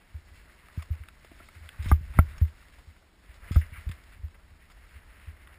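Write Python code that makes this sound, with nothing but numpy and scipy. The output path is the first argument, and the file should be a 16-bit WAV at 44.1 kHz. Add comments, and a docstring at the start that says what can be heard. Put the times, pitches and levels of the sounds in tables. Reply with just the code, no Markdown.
"""A low wind rumble and a faint hiss come first, then thumps, twig ticks and rushes of snow.
A snowboard runs through deep powder and thin brush, heard by a small camera cased in plastic on a helmet.
Jolts push the sprung mount, which rings low; strikes ring the modes of the case.
Snow is dense grains in flickering noise; wind and jolts shake the mount as low noise.
The camera samples slowly and holds each sample, so the sound is mirrored into the treble."""
import sys
import numpy as np
from scipy import signal
from scipy.fft import rfft, irfft
from scipy.io import wavfile
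from scipy.ndimage import uniform_filter1d

SR = 44100
rng = np.random.default_rng(int(sys.argv[2]) if len(sys.argv) > 2 else 0)


def unload_wav(signal):
    """Save mono or channel-first audio to the path in sys.argv[1] as 16-bit WAV at rate SR, clipped to [-1, 1]."""
    wavfile.write(
        sys.argv[1],
        SR,
        np.round(np.clip(np.atleast_2d(signal).T, -1, 1) * 32767).astype(np.int16),
    )


def convert_level_to_amplitude(level_db):
    """Map a level in decibels to its linear amplitude factor."""
    exponent = np.asarray(level_db, float) / 20
    return 10 ** exponent


N = 246078  # length [samples]

# Tone of the preamp hiss: (frequency [Hz], relative density [dB per Hz])
HISS_TONE = [(88, -22), (150, -2), (222, -4), (315, -6.5), (350, -7.5), (519, -13.5), (569, -10),
             (5600, -22.5), (7280, -56), (12300, -120)]
# Tone of the shaken mount: (frequency [Hz], relative density [dB per Hz])
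SHAKE_TONE = [(12, -22), (20, -9.5), (43, -2), (75, -4), (93, -13), (114, -16.5), (236, -35), (400, -42),
              (520, -64), (880, -120)]
# Tone of the crushed snow: (frequency [Hz], relative density [dB per Hz])
SNOW_TONE = [(180, -55), (300, -15.5), (625, -9), (789, -17), (881, -10.5), (1490, -5), (2050, -2.5),
             (2470, -9), (2720, -9), (3310, -18), (5600, -28.5), (7280, -55), (12300, -120)]
# Tone of the noise that sets left against right: (frequency [Hz], relative density [dB per Hz])
SIDE_TONE = [(24, -26), (40, -12), (158, -18), (1270, -16.5), (1610, -22), (1820, -16.5), (5000, -23.5),
             (6500, -55), (11000, -120)]
# The slide over time: (time [s], snow hiss level [dB], wind shake level [dB])
RIDE = [(0.0, -68, -63), (0.36, -61, -52.5), (0.56, -63.5, -58.5), (0.81, -58.5, -57), (1.1, -63, -57),
        (1.38, -61.5, -54), (1.68, -58, -62), (1.79, -58.5, -45), (1.88, -48, -31), (1.99, -61, -43),
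        (2.16, -53.5, -44), (2.36, -59, -42.5), (2.5, -62.5, -55), (2.8, -64.5, -58.5), (3.11, -71, -63.5),
        (3.33, -59.5, -56.5), (3.48, -56, -49.5), (3.68, -59, -54), (3.79, -55, -49), (3.9, -60.5, -56),
        (4.11, -60.5, -55.5), (4.29, -70, -53.5), (4.65, -65, -57.5), (5.17, -59, -53.5), (5.58, -61, -57)]
# Crisp spray over time: (time [s], level against the snow hiss [dB])
SPRAY = [(0, -11), (.4, -9), (1.1, -11.5), (1.45, -7), (2.1, -13.5), (2.5, -8), (3.1, -7), (3.35, -14),
         (3.95, -11.5), (4.9, -12), (5.58, -22)]
# Modes of the plastic case: (frequency [Hz], strength [dB], decay by 60 dB [s])
CASE_MODES = [(340, 10.5, 0.016), (677, -3, 0.049), (853, -8.5, 0.031), (1353, -3, 0.028),
              (1607, -6.5, 0.022), (2170, 0.5, 0.013), (2720, 5, 0.0038), (3690, 4, 0.0062),
              (4260, -23, 0.0072), (5300, 6, 0.0092)]
# Twig and branch strikes and scrapes:
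# (time [s], peak level [dB], brightest pitch [Hz], reach [octaves], rattle [ms])
STRIKES = [(0.685, -48, 1930, 0.98, 2), (0.732, -57, 2000, 1.5, 3), (.79, -51.5, 1820, 0.75, 30),
           (0.823, -43.5, 2200, 1.1, 7.4), (1.036, -48, 2170, 0.45, 3.7), (1.057, -53, 2200, 0.55, 2.8),
           (1.086, -42, 2570, 0.92, 3.4), (1.247, -46, 1500, 1.7, 6.2), (1.315, -46, 930, 1.63, 4.8),
           (1.402, -47.5, 905, 1.4, 4.6), (1.487, -46.5, 1870, 0.95, 5), (1.55, -53.5, 2130, 0.52, 54),
           (1.69, -37, 2560, 0.61, 2.3), (1.825, -46, 3480, 0.92, 9.8), (1.844, -45, 3500, 1.25, 8.8),
           (1.857, -43.5, 2000, 0.78, 8.7), (1.886, -43.5, 4040, 0.56, 32), (1.9148, -19, 1326, 0.71, 1.8),
           (1.924, -40, 2920, 0.8, 2.6), (2.137, -47, 1840, 0.87, 21), (2.1884, -15, 1315, 0.75, 2.45),
           (2.193, -39.5, 2940, 0.35, 5), (2.285, -54, 2530, 0.71, 80), (2.38, -46.5, 3800, 1.3, 8.6),
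           (2.414, -49.5, 1500, 1.37, 4.3), (2.452, -51.5, 2500, 0.88, 3.3), (2.684, -50.5, 2000, 2.8, 2.1),
           (3.518, -43.5, 3100, 0.93, 22), (3.544, -44, 3820, 0.86, 16), (3.559, -32.5, 985, 1.2, 7.3),
           (3.565, -40.5, 1600, 1.8, 6.2), (3.578, -52.5, 4400, 0.84, 39), (3.612, -41.5, 2420, 0.43, 21),
           (3.639, -47, 2310, 0.3, 1.8), (3.731, -46.5, 2100, 0.46, 24), (3.757, -46, 2020, 0.54, 30),
           (3.89, -45, 3060, 1.1, 7.3), (3.914, -41.5, 2780, 0.78, 10), (5.473, -46.5, 2260, 0.66, 5.1)]
# Jolts that push the case: (time [s], push [dB], length [ms])
JOLTS = [(0.143, -30.5, 13.8), (.308, -46.5, 15), (.775, -24.5, 6.6), (0.9036, -20.5, 12),
         (0.9996, -33.5, 14), (1.56, -41, 11.4), (1.606, -36, 17), (1.645, -42, 14.7), (1.791, -25, 12.5),
         (1.859, -25, 5), (1.875, -21.5, 15), (1.899, -27, 15.6), (1.9149, -15.5, 3.7), (1.9173, -3, 17.6),
         (2.009, -34, 7.3), (2.094, -28, 20.7), (2.15, -31, 14), (2.173, -25, 7.3), (2.1885, -2.5, 23.4),
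         (2.1893, -9.5, 4.5), (2.414, -11, 11.4), (2.78, -37.5, 20), (2.871, -38, 15), (3.289, -31.5, 23.5),
         (3.5097, -21, 4.7), (3.538, -22.5, 18.3), (3.561, -5, 16.3), (3.721, -37.5, 7.3),
         (3.776, -34.5, 15), (3.866, -15, 22), (3.894, -27.5, 6.8), (4.188, -42, 13.6), (4.2325, -25, 16.1),
         (4.507, -45, 13.3), (4.951, -36.5, 18.4), (5.272, -31.5, 14.6)]


def level(x, db):
    """Set the rms level of x in dB."""
    return x * convert_level_to_amplitude(db) / np.sqrt(np.mean(x ** 2))


def colour(x, points):
    """Weight the spectrum by (frequency [Hz], gain [dB]) points."""
    hz, db = np.transpose(points)
    f = np.maximum(np.arange(N // 2 + 1) * SR / N, 1)
    gain = convert_level_to_amplitude(np.interp(np.log(f), np.log(hz), db))
    return irfft(rfft(x) * gain, N)


def walk(rate):
    """Random values held for 1 / rate seconds and smoothed twice; spread about 0.5."""
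    k = int(SR / rate)
    steps = np.repeat(rng.standard_normal(N // k + 1), k)
    return 0.65 * uniform_filter1d(uniform_filter1d(steps, k), k)[:N]


def add(out, s, x):
    """Mix x into out from s seconds on."""
    i = int(s * SR)
    out[i:i + len(x)] += x[:N - i]


def preamp_hiss():
    """Steady coloured noise from the preamp."""
    return level(colour(rng.standard_normal(N), HISS_TONE), -65)


def mount_shake(wind_db):
    """Wind rocks the mount as low noise, and every jolt leaves a fading shudder of the helmet."""
    SHUDDER_DB, SHUDDER_S = -30.5, 0.053  # start against the push [dB], time constant [s]
    fade = np.exp(-np.arange(SR // 2) / SR / SHUDDER_S)
    shudder = np.zeros(N)
    for s, db, _ in JOLTS:
        add(shudder, s, convert_level_to_amplitude(db + SHUDDER_DB) * fade)
    rumble = level(colour(rng.standard_normal(N), SHAKE_TONE), 0)
    return rumble * np.hypot(convert_level_to_amplitude(wind_db), shudder) * convert_level_to_amplitude(2.3 * walk(7.3))


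def snow_grains():
    """Sparse single-sample clicks of uneven size and random sign: crystals crushed under the base."""
    GRAINS_PER_S = 1500
    happens, sign, size = rng.random((3, N))
    size_db = np.minimum(-2.5 * np.log(1 - size), 9.5)  # a few are much larger
    return (happens < GRAINS_PER_S / SR) * np.sign(sign - 0.5) * convert_level_to_amplitude(size_db)


def snow(spray_db):
    """Grains in a hiss whose low and high halves flicker apart, with fine bright spray on top."""
    SPLIT_HZ, SPRAY_HZ = 1900, (2900, 5850)
    crush = level(snow_grains(), -0.8) + rng.standard_normal(N)
    hiss = level(colour(crush, SNOW_TONE), 0)
    low = signal.sosfiltfilt(signal.butter(2, SPLIT_HZ, fs=SR, output="sos"), hiss)
    high = hiss - low
    spray_band = signal.butter(2, SPRAY_HZ, "band", fs=SR, output="sos")
    spray = level(signal.sosfilt(spray_band, rng.standard_normal(N)), 0)
    flickering = low * convert_level_to_amplitude(4.4 * walk(37)) + high * convert_level_to_amplitude(7.6 * walk(40))
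    return flickering + spray * convert_level_to_amplitude(spray_db + 4.5 * walk(48))


def faint_ticks():
    """Small twigs and crusts at random moments, as rows like those of STRIKES."""
    rows = []
    for when, softer, pitch, length in rng.random((30, 4)):
        peak_db = -54.5 - 8.0 * softer
        hz = 2100 * 2 ** (pitch - 0.5)
        rattle_ms = 4.2 * 2 ** (3.3 * length - 1)
        rows.append((when * N / SR, peak_db, hz, 1.2, rattle_ms))
    return rows


def case_ring(t, hz, reach, chance):
    """Decaying case modes, strongest near hz, each a little off in strength and pitch."""
    ring = np.zeros(len(t))
    for (f, db, t60), (louder, sharper) in zip(CASE_MODES, chance):
        away = np.log2(f / hz) / reach
        strength = convert_level_to_amplitude(db + 1.4 * louder - 8.1 * away ** 2)
        ring += strength * np.sin(2 * np.pi * f * (1 + 0.038 * sharper) * t) * 1000 ** (-t / t60)
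    return ring


def strikes():
    """A rattle of contact rings the case near its brightest pitch; soft contact leaves out the top."""
    FIRST_TOUCH, DRY_CRACK = 7.4, 4.34  # against the rattle's rms, against the ring's peak
    DRAG_DB, DRAG_S = -32, 0.012  # the branch drags on after its blow
    out, t = np.zeros(N), np.arange(SR // 12) / SR
    rows = STRIKES + faint_ticks()
    rattles = rng.standard_normal((len(rows), len(t)))
    chances = rng.standard_normal((len(rows), len(CASE_MODES), 2))
    for (s, db, hz, reach, ms), rattle, chance in zip(rows, rattles, chances):
        blow = np.exp(-(t / (ms / 1000)) ** 2)
        drag = convert_level_to_amplitude(DRAG_DB) * np.exp(-t / DRAG_S)
        contact = rattle * (blow + drag)
        contact[0] = -FIRST_TOUCH  # the first touch is the hardest
        ring = case_ring(t, hz, reach, chance)
        ring[0] = DRY_CRACK * np.max(ring)  # part of the contact reaches the microphone unrung
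        band = [hz * 2 ** (-1.6 * reach), min(hz * 2 ** (1.03 * reach), SR / 4)]
        softness = signal.butter(4, band, "band", fs=SR, output="sos")
        hit = signal.sosfilt(softness, signal.fftconvolve(contact, ring))
        peak = np.sqrt(np.max(uniform_filter1d(hit ** 2, SR // 500)))  # loudest 2 ms
        add(out, s, convert_level_to_amplitude(db) * hit / peak)
    return out


def push_shape(db, ms):
    """1 swells and eases evenly, lower starts suddenly; hard or brief pushes are more sudden."""
    HARD, GENTLE = 0.51, 0.9
    by_force = np.interp(db, [-20.5, 0], [GENTLE, HARD])
    by_length = np.interp(ms, [3.7, 13.2], [HARD, GENTLE])
    return min(by_force, by_length)


def jolts():
    """Each push swells and eases off; the sprung mount lets it through, rebounds and rings."""
    PADDING_HZ, MOUNT_HZ, MOUNT_T60_S, SAG_HZ = 437, 78.1, 0.13, 5.4
    push = np.zeros(N)
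    for s, db, ms in JOLTS:
        u = np.linspace(0, 1, int(ms * SR / 1000))
        add(push, s, -convert_level_to_amplitude(db) * np.sin(np.pi * u ** push_shape(db, ms)) ** 2)
    # helmet padding rounds the edges
    push = signal.sosfilt(signal.butter(2, PADDING_HZ, fs=SR, output="sos"), push)
    w, fade = 2 * np.pi * MOUNT_HZ, np.log(1000) / MOUNT_T60_S
    spring = signal.bilinear([1, 0, 0], [1, 2 * fade, w ** 2], SR)
    rung = signal.lfilter(*spring, push)
    return signal.sosfilt(signal.butter(1, SAG_HZ, "high", fs=SR, output="sos"), rung)


def scene():
    """Mix the thumps, strikes, slide, shake and hiss alike into both channels."""
    t = np.arange(N) / SR
    s, *columns = np.transpose(RIDE)
    snow_db, wind_db = (np.interp(t, s, c) for c in columns)
    spray_db = np.interp(t, *np.transpose(SPRAY))
    slide = snow(spray_db) * convert_level_to_amplitude(snow_db)
    mix = jolts() + strikes() + slide + mount_shake(wind_db) + preamp_hiss()
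    return np.tile(mix, (2, 1))


def sample_and_hold(x):
    """Sample at 12 kHz and hold each sample for four steps of 48 kHz, mirroring sound into the treble."""
    kept = signal.sosfilt(signal.ellip(8, 0.2, 60, 5550, fs=SR, output="sos"), x)
    held = np.repeat(signal.resample_poly(kept, 160, 147)[::4], 4)
    return signal.resample_poly(held, 147, 160)[:N]


def channel_difference(mid):
    """Faint noise that grows with the level, plus a flickering trace of the sound itself."""
    loudness = np.sqrt(uniform_filter1d(mid ** 2, SR // 30) + convert_level_to_amplitude(-100))
    noise = level(colour(rng.standard_normal(N), SIDE_TONE), -77.5)  # before it follows the loudness
    return noise * loudness ** 0.15 + convert_level_to_amplitude(-37.0) * walk(150) * mid


def roll_off(x):
    """The treble ends steeply here."""
    return signal.sosfilt(signal.butter(12, 15620, fs=SR, output="sos"), x)


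def record(dry):
    """One slowly sampling microphone feeds two channels that differ by a faint noise."""
    mid = sample_and_hold(dry[0])
    side = channel_difference(mid)
    stereo = mid + side * np.array([[1], [-1]])
    both = signal.sosfilt(signal.ellip(10, 0.2, 90, 15200, fs=SR, output="sos"), stereo)
    return roll_off(both)


dry = scene()
out = record(dry)
unload_wav(out)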